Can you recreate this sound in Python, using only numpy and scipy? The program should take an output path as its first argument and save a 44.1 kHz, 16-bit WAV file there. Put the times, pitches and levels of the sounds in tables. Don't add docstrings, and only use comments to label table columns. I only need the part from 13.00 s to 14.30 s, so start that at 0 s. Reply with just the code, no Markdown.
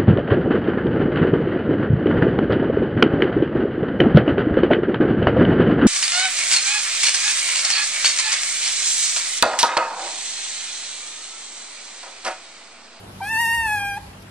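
import sys
import numpy as np
from scipy import signal
from scipy.fft import rfft, irfft, next_fast_len
from scipy.io import wavfile
from scipy.ndimage import uniform_filter1d, map_coordinates

SR = 44100
rng = np.random.default_rng(int(sys.argv[2]) if len(sys.argv) > 2 else 0)


def waveform_to_disk(signal):
    frames = np.transpose(np.atleast_2d(signal))
    scaled = np.clip(frames, -1, 1) * 32767
    samples = np.round(scaled).astype(np.int16)
    wavfile.write(sys.argv[1], SR, samples)


def boost(x):
    u = np.asarray(x, float) / 20
    return 10 ** u


N = 57330


def unit(x):
    return x / np.sqrt(np.mean(x ** 2) + 1e-20)


def along(points, hz):
    f, v = np.transpose(points)
    return np.interp(np.log(hz + 1), np.log(f + 1), v)


def wobble(rate):
    knots = rng.standard_normal(int(N * rate / SR) + 4)
    return map_coordinates(knots, [np.arange(N) * rate / SR])


def filtered(x, response):
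    m = next_fast_len(N + SR // 2)
    return irfft(rfft(x, m) * response(np.fft.rfftfreq(m, 1 / SR)), m)[..., :N]


def gate(start, end, rise, fall):
    t = np.arange(N) / SR
    return np.clip((t - start) / rise + .5, 0, 1) * np.clip((end - t) / fall + .5, 0, 1)


def patchy(depth_db):
    z = signal.stft(rng.standard_normal((2, N)), nperseg=512)[2]
    field = uniform_filter1d(rng.standard_normal(z.shape[1:]), size=7, axis=0)
    field = uniform_filter1d(field, size=9, axis=1)
    return signal.istft(z * boost(depth_db * unit(field)), nperseg=512)[1][:, :N]


def squeal(count=11):
    # start_s, pitch_hz, level_db, chest_tone_over_level_db, brightness_db
    call = [(0.213, 776, -36.5, 8.5, -4), (0.227, 792, -37, 8, 3), (0.255, 815, -33, 3, -0.5),
            (0.283, 852, -29, -15, 2.5), (0.313, 898.8, -25.5, -7, 1), (0.367, 888.5, -23, -6, 3.5),
            (0.407, 939.2, -20.5, -4, 4.5), (0.471, 909.3, -21.5, -6.5, 3),
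            (0.541, 930.9, -20.5, -6.5, 1.5), (0.619, 914, -23, -5.5, 0), (0.705, 838.3, -26, -1, 1.5),
            (0.747, 841.7, -25.5, 2.5, 0.5), (0.805, 809, -28.5, -6, 2), (0.837, 808.6, -28.5, -0.5, -1),
            (0.927, 803, -31, -1, 1.5), (0.983, 807, -40.5, 9.5, 5), (0.988, 813, -37, 12, 6)]
    # frequency_hz, gain_db
    throat = [(1500, -5.5), (1850, 1.5), (2400, -7), (2800, -8), (3600, -26.5), (5500, -25.5),
              (7200, -31.5), (8300, -23)]
    # frequency_hz, share
    fuzz = [(1800, 0.056), (2800, 0.15), (3700, 0.36), (9000, 0.51)]
    # frequency_hz, lead_rad
    port_lead = [(900, .12), (1900, .25), (2700, 1.1), (4000, 1.5), (9000, 1.6)]
    # frequency_hz, wander_rad
    head_drift = [(900, .1), (2700, .2), (4000, .9), (9000, 1.3)]
    attack_s, release_s, end_s, gulp_s = .006, .005, .983, .006
    t = np.arange(N) / SR
    s, *cols = np.transpose(call)
    hz, level_db, chest_db, bright_db = [uniform_filter1d(np.interp(t, s, c), size=300) for c in cols]
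    hz = hz * (1 + 0.0026 * wobble(250) + 0.00482 * wobble(45.03))

    gulp = np.exp(-((t - end_s + gulp_s) / gulp_s) ** 2)
    chest_db = chest_db + 4.5 * gulp
    hz = hz + 45 * gulp

    turn = 2 * np.pi * np.cumsum(hz) / SR
    strain = np.interp(hz, [797, 852], [.5, 1])
    sides = np.array([[1], [-1]])
    voice = 0
    for k in range(1, count + 1):
        db = chest_db
        if k > 1:
            db = along(throat, k * hz) - along(throat, 2 * hz) + bright_db * min(k - 2, 3) / 3
        scatter = np.array([wobble(170) + 1j * wobble(170), wobble(170) + 1j * wobble(170)])
        flutter = 1 + along(fuzz, k * hz) * strain * scatter
        lead = along(port_lead, k * hz) + along(head_drift, k * hz) * wobble(18.39)
        phase = k * turn + lead / 2 * sides - 0.268 * k * k
        late_s = (k - 1) * 0.0044
        opening = gate(s[0] + late_s / 2, 2, attack_s + late_s, 1)
        level = boost(db + 0.5 * wobble(29.83))
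        voice = voice - (level * flutter * opening * np.exp(1j * phase)).real

    air = unit(filtered(rng.standard_normal((2, N)), lambda f: (f > 3300) * (f < 9700)))
    air = air * (1 + np.cos(turn))
    voice = np.sqrt(2) * voice + boost(-30 + bright_db + 4.4 * wobble(13)) * air
    return voice * boost(level_db) * gate(s[0], end_s, attack_s, release_s)


def catches():
    # start_s, pitch_hz, level_db, length_s
    bursts = [
        (0.203, 916, -29.5, 0.0132),
    ]
    t, out = np.arange(N) / SR, np.zeros(N)
    for s, hz, db, length in bursts:
        swell = np.sin(np.pi * np.clip((t - s) / length, 0, 1))
        out += boost(db) * np.sqrt(2) * swell * np.sin(2 * np.pi * hz * (t - s))
    return out


def smacks():
    # peak_s, level_db, top_hz
    lips = [
        (.979, -44, 2200),
        (1.132, -47, 3400),
        (1.224, -54, 6500),
    ]
    t, out = np.arange(N) / SR, np.zeros(N)
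    for s, db, top_hz in lips:
        puff = rng.standard_normal(N)
        puff = unit(filtered(puff, lambda f: f / (f + top_hz / 3) / (1 + (f / top_hz) ** 8)))
        t60 = np.where(t > s, .06, .03)
        out += boost(db - 60 * np.abs(t - s) / t60) * puff
    return out


def leaks():
    # middle_s, length_s, level_db
    swells = [
        (0.261, 0.11, -46.5),
        (0.352, .035, -47.5),
        (0.4, 0.027, -47),
        (.55, 0.027, -58),
        (0.674, 0.076, -49),
        (0.766, 0.071, -49.5),
        (0.97, 0.026, -53.5),
        (1.048, 0.19, -55),
    ]
    # frequency_hz, density_db_per_hz
    colour = [(1800, -6), (2300, 5), (3200, -17), (4200, 7), (6500, -8.5), (8500, 0), (9700, -8.5)]
    t = np.arange(N) / SR
    swell = sum(boost(db) * np.exp(-(2 * (t - s) / length) ** 2) for s, length, db in swells)
    air = filtered(patchy(2.5), lambda f: boost(along(colour, f)) * (f > 1500) * (f < 9700))
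    return swell * unit(air)


def thumps():
    # start_s, level_db, pitch_hz, t60_s
    pushes = [
        (.575, -33, 62, .25),
        (.645, -35, 66, .2),
        (1.02, -41, 66, .25),
        (.53, -44, 55, .1),
        (.86, -46, 52, .3),
        (.77, -42, 95, .2),
    ]
    out = np.zeros(N)
    for s, db, hz, t60 in pushes:
        t = np.clip(np.arange(N) / SR - s, 0, None)
        out += boost(db - 60 * t / t60) * (1 - np.exp(-t / 0.012)) * np.sin(2 * np.pi * hz * t) * 2
    return out


def hum():
    # frequency_hz, level_db
    lines = [(49, -56.5), (100, -47), (147, -54.5), (188, -53.5)]
    t, out = np.arange(N) / SR, 0
    for hz, db in lines:
        level = boost(db + 1.5 * wobble(9)) * np.sqrt(2)
        out = out + level * np.sin(2 * np.pi * hz * t + 1.2 * wobble(7))
    return out


def hiss():
    # frequency_hz, density_db_per_hz
    colour = [(18, -33), (30, -4), (161, -11), (193, -7), (590, -13), (910, -12.5), (1370, -16.5),
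              (3420, -22.5), (13200, -34.5)]
    # frequency_hz, correlation
    alike = [(60, 1.0), (180, 0.97), (520, 0.33), (1520, -0.02), (4450, -0.2), (13100, -0.067)]

    def mid_side(hz):
        angle = np.arccos(np.clip(along(alike, hz), -1, 1)) / 2
        return boost(along(colour, hz)) * (hz > 34) * [np.cos(angle), np.sin(angle)]

    mid, side = filtered(patchy(1.5), mid_side)
    level = boost(-40.5 - 2.5 + 0.68 * wobble(5.55))
    return level * unit(np.array([mid + side, mid - side]))


def room(x):
    # delay_s, left_gain, right_gain
    echoes = [(.0017, -0.074, -.06), (.0041, .08, .06), (.009, .1, 0.074), (.016, -.07, -.03)]
    # frequency_hz, t60_s
    decay = [(200, 0.27), (800, 0.64), (2000, 0.33), (10000, 0.23)]
    delay, *gains = np.transpose(echoes)
    pan = boost(np.array([[0.36], [-0.36]]))
    near = filtered(x, lambda f: pan * (1 + np.array(gains) @ np.exp(-2j * np.pi * delay[:, None] * f)))

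    hz, t, z = signal.stft(rng.standard_normal((2, SR // 3)), SR, nperseg=256)
    tail = signal.istft(z * boost(-60 * t / along(decay, hz)[:, None]), SR, nperseg=256)[1]
    shared = .7
    tail = shared * tail[0] + (1 - shared) * tail * [[1], [2]]
    late = np.pad(x, ((0, 0), (500, 0)))
    far = signal.fftconvolve(late, tail / np.linalg.norm(tail[0]), axes=1)[:, :N]
    return near + boost(-15) * far


def scene():
    return room(squeal() + catches() + smacks()) + leaks() + thumps() + hum() + hiss()


def top_band(dry, split_hz, from_hz=3445, shift_hz=6201.6, top_hz=13780):
    # frequency_hz, gain_db
    colour = [(9600, -3.5), (10800, -2), (11800, -1.5), (12900, -9), (13100, -18), (13700, -20)]
    # level_db, start_s, end_s
    tone_times = [(-47, .395, .63), (-55, .395, .63), (-57, .395, .63)]
    tone_hz = [10163.7, 12231, 12920]
    t = np.arange(N) / SR
    middle = filtered(dry, lambda f: (f > from_hz) * (f < top_hz - shift_hz))
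    middle = signal.hilbert(middle, axis=1)
    swell = np.sqrt(np.abs(uniform_filter1d(np.abs(middle) ** 2, size=600, axis=1)))
    copy = (middle * np.exp(2j * np.pi * shift_hz * t)).real
    copy = copy + boost(-8.5) * swell * rng.standard_normal(dry.shape)
    copy = copy * (swell / boost(-46.5)) ** 0.38
    top = filtered(copy, lambda f: boost(along(colour, f)) * (f > split_hz))
    for hz, (db, start, end) in zip(tone_hz, tone_times):
        level = boost(db + 1.6 * wobble(25)) * np.sqrt(2) * gate(start, end, .02, 0.053)
        top = top + level * np.sin(2 * np.pi * hz * t)
    return top


def masked(x, size=1536):
    # frequency_hz, threshold_db
    threshold = [(900, -59), (1120, -28), (1350, -56), (1650, -37), (2200, -37), (3200, -36), (9000, -38),
                 (10200, -36), (13200, -41.5)]
    hz, _, z = signal.stft(x, SR, nperseg=size, noverlap=size * 3 // 4)
    power = uniform_filter1d(np.mean(np.abs(z) ** 2, 0), size=3, axis=1) + 1e-16
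    width = max(round(150 / hz[1]), 1)
    band = np.abs(uniform_filter1d(power, width, axis=0)) * width + 1e-18
    weighted = power * np.clip(hz / 1600, 0, 1)[:, None] ** 2
    moment = weighted[hz > 700].sum(0)
    over_db = 10 * np.log10(band / moment) - along(threshold, hz)[:, None]
    keep = 1 / (1 + np.exp(-np.clip(over_db / 0.6, -12, 12)))
    return signal.istft(z * keep, SR, nperseg=size, noverlap=size * 3 // 4)[1][:, :N]


def roll_off(x):
    return signal.sosfilt(signal.butter(12, 13670, fs=SR, output="sos"), x)


def record(dry):
    split_hz = 3445 + 6201.6
    low = filtered(dry, lambda f: f < split_hz)
    mix = masked(low + top_band(dry, split_hz))
    return roll_off(mix)


dry = scene()
out = record(dry)
waveform_to_disk(out)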